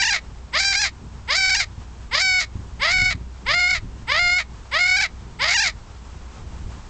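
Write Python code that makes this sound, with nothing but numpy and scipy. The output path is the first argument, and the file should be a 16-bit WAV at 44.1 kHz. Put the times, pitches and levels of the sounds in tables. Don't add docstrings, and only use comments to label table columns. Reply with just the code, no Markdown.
import sys
import numpy as np
from scipy import signal
from scipy.fft import rfft, irfft, next_fast_len
from scipy.io import wavfile
from scipy.ndimage import uniform_filter1d

SR = 44100
rng = np.random.default_rng(int(sys.argv[2]) if len(sys.argv) > 2 else 0)


def materialize(psi):
    bounded = np.clip(np.atleast_2d(psi).T, -1, 1)
    quanta = np.round(bounded * 32767).astype(np.int16)
    wavfile.write(sys.argv[1], SR, quanta)


N = 303849
TIME = np.arange(N) / SR


def from_db(db):
    return 10 ** (np.asarray(db) / 20)


def ramp(x):
    return np.clip(x, 0, 1)


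def swell(centre_s, length_s):
    return np.cos(np.pi * np.clip((TIME - centre_s) / length_s, -.5, .5)) ** 2


def in_time(rows):
    time_s, *columns = np.transpose(rows)
    return [np.interp(TIME, time_s, column) for column in columns]


def rms_one(x):
    return x / np.sqrt(np.mean(x ** 2) + 1e-20)


def evened(x, window_s=0.0043):
    return x / np.sqrt(np.abs(uniform_filter1d(x ** 2, int(window_s * SR))) + 1e-12)


def filtered(x, order, edge_hz, kind="low"):
    return signal.sosfilt(signal.butter(order, edge_hz, kind, fs=SR, output="sos"), x)


def coloured(x, spectrum):
    size = next_fast_len(N + SR // 2, real=True)
    bin_hz = np.arange(size // 2 + 1) * SR / size
    point_hz, point_db = np.transpose(spectrum)
    gain_db = np.interp(np.log(np.maximum(bin_hz, 1)), np.log(point_hz), point_db)
    cepstrum = irfft(np.log(from_db(gain_db)), size)
    cepstrum[1:size // 2] *= 2
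    cepstrum[size // 2 + 1:] = 0
    return irfft(rfft(x, size) * np.exp(rfft(cepstrum)), size)[:N]


def noise(spectrum):
    return rms_one(coloured(rng.standard_normal(N), spectrum))


def drift(rate_hz):
    return rms_one(filtered(rng.standard_normal(N + SR), 2, rate_hz)[SR:])


START_HZ, END_HZ = 381.3, 607.3
BEAK_HALF_HZ, BEAK_WIDE_HZ = 684, 722
ONSET_ROUGH, SCRAPE_ROUGH = 0.34, 0.83
NOTE_DB, NOTE_SWELL_DB, RASP_DB = -16.5, 0.9, -18.5
TREBLE_HZ, ONSET_TREBLE_DB, NOTE_TREBLE_DB = 3300, -18, -14.5
NOTE_DIMMING_DB, SCRAPE_DIMMING_DB = -1, -4


def squawk(start_s, swoop_s, note_s, scrape_s, climb_s, first_hz, last_hz, sag_hz,
           note_lift_db, treble_lift_db, rasp_treble_db, swoop_rough, note_rough,
           attack_s=0.043, step_s=.03, lock_s=0.011, break_s=0.02,
           hoarse_after_s=0.042, hoarse_span_s=0.017, brighten_s=0.047, full_bleat_hz=40.5):
    note_start, note_end, end = start_s + np.cumsum([swoop_s, note_s, scrape_s])
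    t = np.linspace(start_s, end, 400)
    age = t - start_s
    holding = ramp((t - note_start) / note_s)
    falling = ramp((t - note_end) / scrape_s)
    note = first_hz + (last_hz - first_hz) * holding - sag_hz * np.sin(np.pi * holding)
    swoop = (START_HZ - first_hz) * np.exp(-age / climb_s) * ramp((note_start - t) / step_s)
    pitch = note + swoop + (END_HZ - last_hz) * np.sin(np.pi / 2 * falling)
    pressure = ramp(age / attack_s) ** 1.48 * (1 - falling ** 1.5) ** 1.55
    swooping = ramp((note_start - t) / lock_s + .5)
    scraping = ramp((t - note_end) / break_s + .5)
    lock = 1 - swooping - scraping
    hoarse = ramp((age - hoarse_after_s) / hoarse_span_s + .5)
    early_rough = ONSET_ROUGH + (swoop_rough - ONSET_ROUGH) * hoarse
    rough = swooping * early_rough + lock * note_rough + scraping * SCRAPE_ROUGH
    opening = ramp((np.maximum.accumulate(pitch) - BEAK_HALF_HZ) / (BEAK_WIDE_HZ - BEAK_HALF_HZ))
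    note_db = NOTE_DB + note_lift_db + NOTE_SWELL_DB * np.sin(np.pi * holding)
    level_db = lock * note_db + (1 - lock) * RASP_DB
    note_treble = NOTE_TREBLE_DB + treble_lift_db + NOTE_DIMMING_DB * (holding - .5)
    rasp_treble = np.interp(age, [0, brighten_s], [ONSET_TREBLE_DB, rasp_treble_db])
    rasp_treble += SCRAPE_DIMMING_DB * falling
    treble_db = lock * note_treble + (1 - lock) * rasp_treble
    bleat_hz = full_bleat_hz * note_rough * lock
    return np.column_stack([t, pitch, pressure, rough, lock, opening, level_db, treble_db, bleat_hz])


def squeal(pitch, above_hz=820, span_hz=120):
    return ramp((pitch - above_hz) / span_hz)


# harmonic_number, level_db
SYRINX_PARTIALS = [(1, 4.5), (2, 9.5), (3, 6), (4, 3.5), (5, 4.5), (6, 11), (7, 13), (8, 6), (9, 5.5),
                   (10, 12), (11, 6), (12, 2.5), (13, -16)]


def syrinx(pitch, rough, tremor=.0026, flutter=0.042, jitter_rad=0.43, shimmer=0.16,
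           lag_rad=.23, air_db=-12, leak=.02, squeal_db=9, partials=19):
    tremble = rms_one(filtered(rng.standard_normal(N), 2, [35, 110], "band"))
    tension = ramp(pitch / BEAK_WIDE_HZ)
    pitch = pitch * (1 + (tremor + flutter * rough * tension ** 2) * tremble)
    cycle = 2 * np.pi * np.cumsum(pitch) / SR
    subharmonics = drift(25) * np.cos(cycle / 2) + drift(25) * np.cos(cycle / 3)
    slow_swing = .26 * rough * tension ** 2 * subharmonics
    chaos = tension ** 3 * rough ** 1.3
    phase = cycle + jitter_rad * (chaos * drift(260) + slow_swing)
    evenness = ramp(1 - rough) * tension ** 4
    clean_db = np.interp(np.arange(1, partials + 1), *np.transpose(SYRINX_PARTIALS))
    partial_db = [evenness * db for db in clean_db]
    partial_db[2] += squeal_db * squeal(pitch)
    pulses = sum(from_db(db) * np.cos(k * phase - lag_rad * k * k) for k, db in enumerate(partial_db, 1))
    pulses = rms_one(pulses) * (1 + shimmer * chaos * drift(880) + slow_swing)
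    air = filtered((1 + np.cos(phase)) * rng.standard_normal(N), 2, 1500, "high")
    return pulses + from_db(air_db) * (chaos * rough + leak) * air


# frequency_hz, gain_db
THROAT_HALF_CLOSED = [(350, -22), (590, -12.5), (850, -3.5), (1150, -7), (1650, -7), (2120, 4), (2500, -10),
                      (3150, -6), (3700, -4), (4400, -4.5), (4950, 2.5), (5600, -13.5), (6900, -14.5),
                      (8400, -35)]
THROAT_OPEN = [(400, -23), (660, -14), (950, -10), (1350, -9), (1900, -2), (2200, 8), (2500, -7.5),
               (3250, -8.5), (4050, 4), (4400, 1.5), (4850, 2.5), (5600, -3), (7200, -3.5), (8400, -23)]


def throat(pulses, opening, treble_db):
    voice = opening * coloured(pulses, THROAT_OPEN) + (1 - opening) * coloured(pulses, THROAT_HALF_CLOSED)
    low = signal.sosfiltfilt(signal.butter(4, TREBLE_HZ, fs=SR, output="sos"), voice)
    share = np.clip(from_db(treble_db) ** 2, 0, .75)
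    return np.sqrt(1 - share) * evened(low) + np.sqrt(share) * evened(voice - low)


# frequency_hz, density_db
BREATH_SPECTRUM = [(4000, -44.5), (7000, -31.5), (7900, 14), (8600, -22)]


def beak_hiss(pressure, opening, level_db=-56):
    return ramp(10 * pressure) * from_db(level_db) * (1 - opening) * noise(BREATH_SPECTRUM)


# start_s, swoop_s, note_s, scrape_s,
# climb_s (time constant), first_hz, last_hz, sag_hz, note_lift_db, treble_lift_db, rasp_treble_db,
# swoop_rough (0-1), note_rough (0-1)
PARROT_CALLS = [ (-0.14, .12, 0.15, 0.073, .06, 787, 806.6, 4.1, -.5, 0, -7.5, .6, 0.13),
                (0.521, 0.09, 0.23, 0.061, 0.051, 783, 814, 1.7, 0, 2, -4.5, 0.6, 0.08),
                (1.272, .1, 0.23, 0.054, 0.067, 777.5, 763, 14, 0.4, 3, -4, 0.5, 0.13),
                (2.107, 0.11, 0.18, 0.063, 0.07, 768.2, 737.7, 5, -.5, 3, -4, .65, 0.05),
                (2.791, 0.14, .17, .046, 0.06, 751.4, 747.7, 17.2, 0.5, 0, -8, 0.59, 0.11),
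                (3.452, 0.1, 0.19, 0.055, 0.054, 707.4, 724, 1.6, -0.5, 0, -8, 0.5, 0.07),
                (4.068, .132, .187, 0.047, .064, 705, 733, 8.4, -0.5, .5, -10, 0.37, 0.06),
                (4.708, .1, 0.23, 0.042, 0.041, 717.5, 762.4, 2.78, 2, -1, -11, .35, 0.12),
                (5.384, 0.16, 0.1, 0.076, 0.089, 831, 779, 5.7, 1.5, 0.5, -5.5, 0.8, 0.14), ]
# centre_s, leap_hz, length_s, roughness_change
VOICE_CRACKS = [(0.03, 208.5, .029, 0.2), (0.059, 130, .028, 0), (0.087, 186, .045, 0.1),
                (0.634, -5, 0.045, .45), (0.741, -56, .055, 0.7), (0.802, 52.5, 0.0271, 0),
                (0.819, 58.5, 0.02056, 0.35), (1.499, 41.5, .017, .25), (1.556, 195, .03, 0.09),
                (1.585, 60, .045, 0), (2.98, 26, 0.013, 0), (3.009, 20, 0.0091, 0), (3.051, 17, 0.019, 0.1),
                (3.602, 32.5, .017, .15), (3.686, 38, .019, .05), (3.707, 48.5, .018, .2),
                (3.725, 24, .014, 0), (3.747, 21, .013, 0), (4.879, 41, .022, 0.2),
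                (4.906, -5.5, 0.02, 0.2), (4.976, 82.5, .03, 0), (5.019, 114.5, .032, .4),
                (5.557, 151, .045, -.2), (5.608, 95.5, .027, -.1), (5.628, 146.5, .02, -.1)]


def parrot(slip_hz=761.5, slip_width_hz=28, slip_db=-4.5, slip_treble_db=11, crack_slip=.8, crack_db=-2.5,
           squeal_lift_db=5.0, squeal_treble_db=-3, waver_db=1.8, treble_waver_db=2.5):
    curves = in_time(np.vstack([squawk(*call) for call in PARROT_CALLS]))
    pitch, pressure, rough, lock, opening, level_db, treble_db, bleat_hz = curves
    pitch += bleat_hz * drift(49)
    cracking = np.zeros(N)
    for centre_s, leap_hz, length_s, roughness_change in VOICE_CRACKS:
        crack = swell(centre_s, length_s)
        pitch += leap_hz * crack
        rough += roughness_change * crack
        cracking += crack
    too_high = (1 + np.tanh((pitch - slip_hz) / slip_width_hz)) / 2
    slip = lock * np.maximum(too_high, ramp(crack_slip * cracking))
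    level_db += slip_db * slip + crack_db * cracking + squeal_lift_db * squeal(pitch)
    treble_db += slip_treble_db * slip + squeal_treble_db * squeal(pitch)
    pulses = syrinx(pitch, np.clip(rough, 0, 1.1))
    strain = np.clip(.25 + 4 * rough, .25, 1)
    voice = throat(pulses, opening, treble_db + treble_waver_db * strain * drift(110))
    voice *= pressure * from_db(level_db + waver_db * strain * drift(66))
    return voice + beak_hiss(pressure, opening)


def open_air(x, ground_db=-24, ground_s=0.027, scatter_db=-35, scatter_t60_s=0.26):
    ground = np.interp(TIME - ground_s, TIME, x, left=0)
    t = TIME[:SR // 2]
    tail = filtered(rng.standard_normal(len(t)), 1, 2500) * from_db(-60 * t / scatter_t60_s)
    scatter = signal.fftconvolve(x, tail / np.sqrt(np.sum(tail ** 2)))[:N]
    return x + from_db(ground_db) * ground + from_db(scatter_db) * scatter


# frequency_hz, density_db
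RUMBLE_SPECTRUM = [(12, -14.5), (25, -10), (42, -6.5), (60, -12.5), (100, -12), (300, -78.5)]
BUFFET_SPECTRUM = [(30, -22), (60, -5.5), (88, -5), (125, -6.5), (175, -8.5), (250, -15), (400, -20),
                   (900, -52)]
# centre_s, length_s, rumble_lift_db, buffet_lift_db
WIND_GUSTS = [(1.603, 0.56, 7, -2), (2.574, 0.26, 6.5, 7), (3.029, 0.49, 15.5, 10.5),
              (3.524, .2, 10.5, 10.5), (3.811, 0.36, 11.5, 4.5), (4.253, .2, 15.5, 4.5),
              (6.621, 0.64, 4, 4)]


def wind(rumble_db=-42, buffet_db=-44.5, lumps_db=2):
    for centre_s, length_s, rumble_lift_db, buffet_lift_db in WIND_GUSTS:
        gust = swell(centre_s, length_s)
        rumble_db += rumble_lift_db * gust
        buffet_db += buffet_lift_db * gust
    rumble = from_db(rumble_db + lumps_db * drift(5)) * noise(RUMBLE_SPECTRUM)
    buffets = from_db(buffet_db + lumps_db * drift(8.4)) * noise(BUFFET_SPECTRUM)
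    return rumble + buffets


# pitch_hz, level_db
DRIVE_TONES = [(60.7, -37), (224, -56.5)]


def drive_hum(speed_wobble=0.009, waver_db=2):
    turning_s = np.cumsum(1 + speed_wobble * drift(2.77)) / SR
    return sum(from_db(level_db + waver_db * drift(4)) * np.sin(2 * np.pi * pitch_hz * turning_s)
               for pitch_hz, level_db in DRIVE_TONES)


# time_s, level_db
TYRE_LEVELS = [(0, -50), (1.1, -50.5), (3.3, -50), (4.6, -49.5), (5.9, -49.5), (6.89, -46.5)]
# frequency_hz, density_db
TYRE_SPECTRUM = [(180, -30.5), (300, -14.5), (404, -5.5), (452, -6), (600, -8), (917, -3.5), (1970, -13.5),
                 (3320, -16), (3880, -17), (7240, -18.5), (8100, -23), (8820, -86), (11500, -69),
                 (19400, -120)]


def tyre_hiss(texture_db=.9):
    level_db, = in_time(TYRE_LEVELS)
    return from_db(level_db + texture_db * drift(8)) * noise(TYRE_SPECTRUM)


# start_s, level_db
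PATH_BUMPS = [(1.779, -24), (2.555, -21.5), (2.59, -28), (3.019, -12.5), (3.041, -33), (3.148, -13.5),
              (3.211, -24), (3.845, -18.5)]
# pitch_hz, level_db, t60_s
FRAME_MODES = [(96.7, 2, 0.056), (117.5, 3, 0.027), (166, -7.5, .06), (243, -10.5, 0.074), (326, -30, .04)]


def jolts(contact_s=0.0042, spread_db=1.5):
    out = np.zeros(N)
    t = TIME[:SR // 4]
    for start_s, level_db in PATH_BUMPS:
        chance_db = rng.normal(0, spread_db, len(FRAME_MODES))
        thud = sum(from_db(level_db + mode_db + own_db - 60 * t / t60_s) * np.sin(2 * np.pi * hz * t)
                   for (hz, mode_db, t60_s), own_db in zip(FRAME_MODES, chance_db))
        start = round(start_s * SR)
        out[start:start + len(t)] += thud * (1 - np.exp(-t / contact_s))
    return out


def scene(parrot_db=2.5):
    return (from_db(parrot_db) * open_air(parrot()) + wind() + drive_hum() + tyre_hiss() + jolts())[None]


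def gain_control(x, threshold_db=-21, slope=0.48, recovery_db_per_s=24, attack_s=0.0029):
    level_db = 10 * np.log10(np.abs(uniform_filter1d(x ** 2, SR // 100)) + 1e-12)
    wanted_cut_db = slope * np.maximum(level_db - threshold_db, 0)
    recovered_db = recovery_db_per_s * TIME
    cut_db = np.maximum.accumulate(wanted_cut_db + recovered_db, axis=-1) - recovered_db
    pole = np.exp(-1 / (attack_s * SR))
    return x * from_db(-signal.lfilter([1 - pole], [1, -pole], cut_db))


def record(dry, ceiling=.52, cutoff_hz=8700):
    held = gain_control(dry)
    rounded = held / (1 + (held / ceiling) ** 6) ** (1 / 6)
    return signal.sosfilt(signal.ellip(10, .2, 90, cutoff_hz, fs=SR, output="sos"), rounded)


dry = scene()
out = record(dry)
materialize(out)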